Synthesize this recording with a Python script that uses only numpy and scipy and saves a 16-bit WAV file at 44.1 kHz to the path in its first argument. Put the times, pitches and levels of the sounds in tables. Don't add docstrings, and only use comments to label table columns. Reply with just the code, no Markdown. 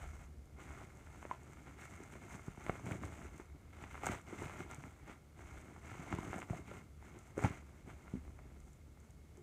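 import sys
import numpy as np
from scipy import signal
from scipy.fft import rfft, irfft
from scipy.io import wavfile
from scipy.ndimage import uniform_filter1d

SR = 44100
rng = np.random.default_rng(int(sys.argv[2]) if len(sys.argv) > 2 else 0)


def generate_wav(sig):
    pcm = np.round(np.clip(np.atleast_2d(sig).T, -1, 1) * 32767).astype(np.int16)
    wavfile.write(sys.argv[1], SR, pcm)


def convert_level_to_amplitude(level_db):
    exponent = np.asarray(level_db, float) / 20
    return 10 ** exponent


N = 415422


def level(x, db):
    return x * convert_level_to_amplitude(db) / np.sqrt(np.mean(x ** 2))


def shape(points, hz):
    p = np.array(points)
    return np.interp(np.log(hz + 1), np.log(p[:, 0]), p[:, 1])


def band(x, lo_hz, hi_hz):
    return signal.sosfilt(signal.butter(2, [lo_hz, hi_hz], "band", fs=SR, output="sos"), x)


def resonance(hz, centre_hz, width_hz):
    return 1 / (1 + (2 * (hz - centre_hz) / width_hz) ** 2)


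def wander(step_s):
    k = max(int(step_s * SR), 2)
    held = np.repeat(rng.standard_normal(N // k + 1), k)
    return uniform_filter1d(held, k)[:N]


def add(out, s, sound, db):
    top = np.argmax(np.abs(sound))
    i = int(s * SR) - top
    piece = sound[:N - i]
    out[i:i + len(piece)] += piece * convert_level_to_amplitude(db) / abs(sound[top])


def rings(hz):
    # (frequency [Hz], width [Hz], gain [dB])
    case_modes = [(1370, 100, 5.5), (2160, 217, 10.5), (11980, 240, -15), (13540, 510, 8), (15180, 780, 8)]
    return sum(db * resonance(hz, f, width) for f, width, db in case_modes)


def case(size=4096):
    # (frequency [Hz], gain [dB])
    case_gain = [(35, -41), (60, 10), (170, -2.5), (350, -2), (486, -13.5), (700, -6.5), (1350, -9.5),
                 (1750, -13.5), (2500, -16), (4400, -31), (5300, -29), (6300, -18), (8300, -22),
                 (9600, -30.5), (15500, -42)]
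    hz = np.fft.rfftfreq(size, 1 / SR)
    log_gain = (shape(case_gain, hz) + rings(hz)) * np.log(10) / 20
    cepstrum = irfft(log_gain)
    cepstrum[1:size // 2] *= 2
    cepstrum[size // 2 + 1:] = 0
    return irfft(np.exp(rfft(cepstrum)))[:size // 2]


def hands():
    # (start [s], length [s], crinkle [dB], fizz [dB], drumming [dB])
    moves = [(0.0, 0.045, -56, -67.5, -57), (0.076, .16, -62.5, -71, -61), (.3, 0.35, -81, -94, -64),
             (0.602, 0.24, -57.5, -68.5, -55.5), (0.894, 0.19, -65, -75.5, -61.5),
             (1.129, .14, -61.5, -71, -57.5), (1.312, 0.021, -56, -70, -67), (1.406, 0.35, -65.5, -75, -61),
             (1.663, 0.036, -61, -76, -56), (1.807, 0.038, -53.5, -63.5, -60.5),
             (1.909, 0.15, -59.5, -69.5, -57), (2.126, 0.026, -58, -67, -52),
             (2.213, 0.049, -59.5, -70, -57), (2.311, 0.04, -55, -63, -53.5),
             (2.404, .18, -63.5, -73.5, -64), (2.465, 0.013, -62, -70, -57),
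             (2.606, 0.19, -56.5, -68, -52.5), (2.859, 0.095, -53.5, -63.5, -44),
             (3.028, 0.041, -54.5, -66, -44.5), (3.123, 0.15, -58, -68.5, -53.5),
             (3.334, 0.073, -61, -71, -56.5), (3.47, 0.3, -73, -90, -64.5), (3.74, .07, -60.5, -75, -54.5),
             (3.819, .05, -58, -71, -57), (3.913, 0.075, -56.5, -68, -59),
             (4.043, 0.092, -46.5, -59, -44.5), (4.286, 0.29, -55.5, -67, -51.5),
             (4.385, 0.072, -53, -64.5, -48), (4.595, 0.017, -52, -64, -46),
             (4.711, 0.026, -54.5, -66.5, -51), (4.795, 0.07, -60.5, -70, -59),
             (4.9, 0.13, -68.5, -77, -62.5), (5.08, 0.035, -56, -70.5, -54),
             (5.393, 0.22, -60, -70.5, -56.5), (5.652, 0.13, -63.5, -73.5, -57),
             (5.849, 0.27, -55.5, -68, -52.5), (6.119, 0.017, -49.5, -70, -45.5),
             (6.198, 0.21, -53.5, -64.5, -47.5), (6.499, 0.082, -56.5, -66.5, -49.5),
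             (6.678, 0.096, -57, -68, -52.5), (7.037, 0.056, -63, -73.5, -56),
             (7.137, 0.031, -63, -74, -54.5), (7.198, 0.11, -65.5, -75, -75), (7.392, .04, -57, -62.5, -47),
             (7.437, 0.012, -41.5, -57, -38), (7.477, 0.1, -58, -70.5, -52.5),
             (7.667, .14, -69, -79.5, -62), (7.886, 0.024, -60, -71.5, -54.5),
             (7.976, 0.2, -65, -76.5, -59), (8.244, 0.065, -70.5, -78, -59),
             (8.367, 0.22, -72.5, -86, -60.5), (8.6, 0.12, -83, -78.5, -65), (8.993, .1, -77, -81, -68),
             (9.36, 0.016, -71.5, -79, -63.5)]
    grip_db_per_s, relax_db_per_s = 379, 215
    settle_db = (-75.5, -83.5, -70.5)
    t = np.arange(0, N + 64, 64) / SR
    start, length, *move_db = np.array(moves).T[:, :, None]
    before_s = np.maximum(start - t, 0)
    after_s = np.maximum(t - start - length, 0)
    off = grip_db_per_s * before_s + relax_db_per_s * after_s
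    curves = []
    for db, rest_db in zip(move_db, settle_db):
        power = np.sum(convert_level_to_amplitude(db - off) ** 2, axis=0) + convert_level_to_amplitude(rest_db) ** 2
        curves.append(np.interp(np.arange(N) / SR, t, 10 * np.log10(power)))
    return curves


def crackle(per_s, spread_db, cluster_db, cluster_s):
    hit = rng.random(N) < per_s / SR
    size_db = spread_db * np.minimum(rng.exponential(size=N), 4.5)
    size = convert_level_to_amplitude(size_db) * rng.standard_normal(N)
    return hit * size * convert_level_to_amplitude(cluster_db * wander(cluster_s))


def rustle(colour, crinkle_db, fizz_db, drum_db):
    sheet = crackle(1400, 1.34, 3.8, .015)
    folds = np.zeros(N)
    for per_s, lo_hz, hi_hz in [(495.4, 390, 1154), (900, 1110, 2110), (1500, 1830, 5200)]:
        own = level(crackle(per_s, 1.17, 1.3, .01), -0.91)
        folds += band(level(sheet, 0) + own, lo_hz, hi_hz)
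    creases = band(level(sheet, 0) + level(crackle(5000, 1.5, 2.0, 0.0057), 3.2), 4900, 15000)
    weight = band(level(sheet, -7) + level(crackle(900, 1.5, 3.1, .03), 0), 97, 514)
    out = np.zeros(N)
    for x, curve_db, trim_db in [(folds, crinkle_db, -.6), (creases, fizz_db, -.4), (weight, drum_db, -2.5)]:
        coloured = signal.fftconvolve(x, colour)[:N]
        out += convert_level_to_amplitude(curve_db) * level(coloured, trim_db)
    return out


def room_tone():
    # (frequency [Hz], relative density [dB])
    tone_shape = [(25, -14), (60, -4.5), (110, -2.5), (290, -14.5), (480, -18.5), (900, -30.5), (1700, -38),
                  (3500, -37), (5000, -38.5), (7000, -38.5), (10000, -40.5), (15500, -46)]
    hz = np.fft.rfftfreq(N, 1 / SR)
    through_case = np.exp(-(hz / 5000) ** 2)
    faint_ring_db = 6.8 * resonance(hz, 1200, 120)
    gain_db = shape(tone_shape, hz) + through_case * rings(hz) + faint_ring_db
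    return level(irfft(rfft(rng.standard_normal(N)) * convert_level_to_amplitude(gain_db), N), -62)


def rumble():
    # (frequency [Hz], width [Hz], relative level [dB])
    rumble_modes = [(68.8, 14.6, -8.5), (45.6, 36, -10)]
    return sum(level(band(rng.standard_normal(N), f - width / 2, f + width / 2), db)
               for f, width, db in rumble_modes)


def motor_hum():
    # (multiple of the fundamental [1], level before the opening boost [dB])
    partials = [(1, -63.5), (2, -71), (3, -79)]
    drift = level(band(rng.standard_normal(N), 0.26, 2.7), -45.5)
    phase = 2 * np.pi * np.cumsum(73.55 * (1 + drift)) / SR
    return sum(level(np.sin(k * phase), db) for k, db in partials)


def room(drum_db):
    rumble_db, swell_db, swell_s = -57, 5.5, 0.16
    shake_db = -23
    opening_db = -44.5 - 26 * np.arange(N) / SR
    rumble_gain = convert_level_to_amplitude(rumble_db + swell_db * wander(swell_s)) + convert_level_to_amplitude(opening_db) + convert_level_to_amplitude(drum_db + shake_db)
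    hum_gain = 1 + convert_level_to_amplitude(opening_db - rumble_db - 10.5)
    return room_tone() + rumble_gain * rumble() + hum_gain * motor_hum()


def echo(x):
    t60_s, echo_db, rise_s = 0.13, -13.5, 0.013
    t = np.arange(int(.4 * SR)) / SR
    decay = np.exp(-np.log(1000) * t / t60_s)
    tail = rng.standard_normal(len(t)) * decay * np.clip(t / rise_s, 0, 1)
    return x + convert_level_to_amplitude(echo_db) * signal.fftconvolve(x, tail / np.sqrt(np.sum(tail ** 2)))[:N]


def lesser(crinkle_db, over_db, count):
    spread_db = 4
    when, size, scatter = rng.random((count, 3)).T
    i = (200 + when * (N - 400)).astype(int)
    return list(zip(i / SR, crinkle_db[i] + over_db + spread_db * (2 * scatter - 1), size))


def stutter(sound):
    t = np.arange(512) / SR
    struck = rng.random(512) < .03
    slips = convert_level_to_amplitude(-9) * struck * rng.standard_normal(512) * np.exp(-t / 0.0038)
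    slips[0] = 1
    return signal.fftconvolve(sound, slips)


def ticks(colour, crinkle_db):
    # (time [s], peak [dB])
    crease_ticks = [(.4571, -60), (.9728, -55), (1.4332, -53), (1.5339, -50), (1.9015, -54), (1.9097, -55),
                    (1.9622, -52), (2.0365, -48), (2.6411, -48), (2.6656, -48), (2.9177, -46),
                    (3.0526, -45), (3.3793, -48.5), (4.0585, -33), (4.0668, -28), (4.2148, -51),
                    (4.7127, -42), (4.7462, -40), (6.129, -44), (6.1507, -44), (6.1867, -47), (6.3828, -45),
                    (6.39, -43), (6.403, -45), (7.1891, -47), (7.3793, -44), (7.439, -39), (8.6036, -53),
                    (8.7325, -54), (9.0021, -56), (9.1068, -54), (9.3724, -53)]
    out, t = np.zeros(N), np.arange(2048) / SR
    tick = band(colour, 5800, 13300) * np.exp(-t / 0.0035)
    for s, db, *_ in crease_ticks + lesser(crinkle_db, -0.5, count=40):
        add(out, s, stutter(tick), db)
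    return out


def snaps(colour, crinkle_db):
    # (time [s], peak [dB], ring [Hz], ring decay by 60 dB [s])
    buckles = [(.7763, -51, 1220, 0.0076), (1.0719, -45.5, 1370, 0.011), (1.228, -38, 1210, 0.012),
               (1.2526, -33, 610, 0.018), (1.3124, -26.5, 1010, 0.029), (1.5337, -45.5, 1360, .006),
               (1.572, -46, 1300, .005), (1.9384, -46, 1240, .006), (2.1552, -43.5, 730, 0.025),
               (2.395, -42.5, 850, .008), (2.4831, -39.5, 550, .012), (2.5753, -42.5, 830, 0.018),
               (2.6653, -33, 2160, 0.0063), (2.685, -38, 1280, .007), (2.6963, -21, 730, 0.014),
               (2.755, -37.5, 540, 0.015), (2.8656, -35, 646, 0.017), (2.911, -32.5, 550, 0.019),
               (2.9219, -35.5, 2200, 0.015), (3.0359, -33.5, 550, .007), (3.152, -53, 2200, .004),
               (3.217, -44, 1500, 0.0077), (3.399, -41, 550, 0.0079), (3.8392, -38.5, 2170, 0.0031),
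               (3.945, -37, 1380, 0.0092), (3.954, -37, 1390, 0.01), (3.9784, -38.5, 1440, 0.0083),
               (4.0353, -28.5, 880, 0.016), (4.0453, -34, 1250, 0.012), (4.0596, -35, 1440, 0.012),
               (4.069, -24, 690, 0.0065), (4.089, -29.5, 1330, 0.0057), (4.1363, -36, 550, 0.015),
               (4.4367, -40, 2210, 0.0059), (4.4972, -37, 635, 0.017), (4.6061, -34.5, 1280, 0.012),
               (4.713, -39, 1170, 0.012), (4.8388, -38.5, 1400, 0.0034), (5.096, -42, 550, 0.013),
               (5.7637, -43, 746, 0.0082), (6.1267, -25.5, 1290, .0037), (6.186, -34, 1000, 0.023),
               (6.3311, -28, 835, 0.013), (6.3415, -33.5, 740, 0.022), (6.383, -35.5, 730, 0.024),
               (6.4189, -34, 2250, 0.0079), (6.4279, -35, 1220, .007), (6.4991, -35, 774, .012),
               (6.5325, -36, 700, 0.04), (6.5488, -41, 760, .02), (6.7148, -37, 587, 0.023),
               (7.0262, -45.5, 890, 0.016), (7.372, -39, 624, 0.023), (7.3792, -31, 550, 0.033),
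               (7.392, -29, 736, .009), (7.44, -29, 554, 0.0099), (7.4475, -23, 860, 0.023),
               (7.9018, -44, 1460, 0.012), (8.0801, -45, 1420, .007), (8.279, -49, 1000, .008),
               (8.3905, -44, 736, 0.0096), (8.68, -55, 900, .008), (8.974, -53, 800, 0.0088)]
    lo_hz, hi_hz, cycles = 550, 2200, 12.7
    out, t = np.zeros(N), np.arange(2048) / SR
    click = band(colour, 350, 3600)
    small = []
    for s, db, size in lesser(crinkle_db, 9, count=60):
        panel_hz = lo_hz * (hi_hz / lo_hz) ** size
        small.append((s, db, panel_hz, cycles / panel_hz))
    for s, db, hz, t60_s in buckles + small:
        ring = np.sin(2 * np.pi * hz * t) * np.exp(-np.log(1000) * t / t60_s)
        slips = stutter(click)[:len(t)] / np.abs(click).max()
        click_gain = convert_level_to_amplitude(14.0 - 0.77 * hz * t60_s)
        dull = signal.butter(2, 500 + 1.57 * hz, fs=SR, output="sos")
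        add(out, s, signal.sosfilt(dull, ring + click_gain * slips), db)
    return out


def knocks():
    # (time [s], peak [dB], most excited frequency [Hz], decay time factor [1])
    blows = [(1.6955, -48, 244, 0.92), (2.005, -39.5, 304, 1.0), (2.349, -38, 170, .8),
             (2.4826, -31.5, 160, 0.51), (2.58, -39, 192, 0.6), (2.6961, -26.5, 172, 1.0),
             (2.8698, -35, 191, 0.79), (2.9172, -37, 120, 1.0), (3.049, -45, 240, .9),
             (3.2542, -42, 260, .9), (3.3984, -41, 298, 1.1), (3.8246, -43, 150, .9),
             (4.0968, -33, 221, 1.4), (4.3277, -36.5, 360, 1.2), (4.42, -33.5, 323, 0.59),
             (4.4616, -35, 149, 1.4), (4.611, -42, 140, 1.0), (4.7854, -40, 139, 0.74),
             (4.8452, -41, 160, 1.0), (5.0977, -43, 220, 0.9), (5.511, -46, 130, 0.91),
             (5.9963, -38, 160, 1.3), (6.1292, -33, 310, 2.3), (6.139, -30, 151, .9),
             (6.1887, -29.5, 222, 0.68), (6.28, -35, 151, 0.72), (6.3017, -40, 270, 1.0),
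             (6.364, -37, 160, 1.0), (6.507, -27, 127.5, 2.2), (6.5255, -46, 130, 1.2),
             (6.749, -43, 190, 1.0), (7.1687, -48, 318, .9), (7.379, -30, 397, 0.93),
             (7.4446, -19.5, 130, 1.1), (7.455, -25.5, 150, 1.3), (7.5073, -34, 140, 1.0),
             (8.1387, -28, 194, 3.2), (8.1541, -34.5, 250, 2.9), (9.38, -47, 364, 2.6)]
    # (frequency [Hz], relative level [dB], decay by 60 dB before the factor [s])
    table_modes = [(85, -27, 0.046), (124, -11.5, 0.072), (141, -13, 0.11), (167, -2.5, 0.06),
                   (201, 4, 0.023), (253.4, 5.5, 0.038), (310, 2, 0.04), (355, 10, 0.056), (413, 3, 0.18)]
    out, t = np.zeros(N), np.arange(8192) / SR
    push = np.exp(-.5 * ((t[:256] - .003) / 0.00025) ** 2)
    for s, db, hz, stretch in blows:
        ring = np.zeros(len(t))
        for f, mode_db, t60_s in table_modes:
            gain = convert_level_to_amplitude(mode_db - 27.5 * abs(np.log2(f / hz)))
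            ring += gain * np.sin(2 * np.pi * f * t) * np.exp(-np.log(1000) * t / (t60_s * stretch))
        add(out, s, signal.fftconvolve(ring, push), db)
    return out


def scene():
    colour = case()
    crinkle_db, fizz_db, drum_db = hands()
    film = rustle(colour, crinkle_db, fizz_db, drum_db)
    film += ticks(colour, crinkle_db) + snaps(colour, crinkle_db)
    return (echo(film + knocks()) + room(drum_db))[None]


def band_limit(x):
    return signal.sosfilt(signal.butter(12, 15680, fs=SR, output="sos"), x)


def record(dry):
    low_cut_hz, top_hz = 38.5, 15500
    x = signal.sosfilt(signal.butter(5, low_cut_hz, "high", fs=SR, output="sos"), dry)
    x = signal.sosfilt(signal.ellip(8, .2, 50, top_hz, fs=SR, output="sos"), x)
    return band_limit(x)


dry = scene()
out = record(dry)
generate_wav(out)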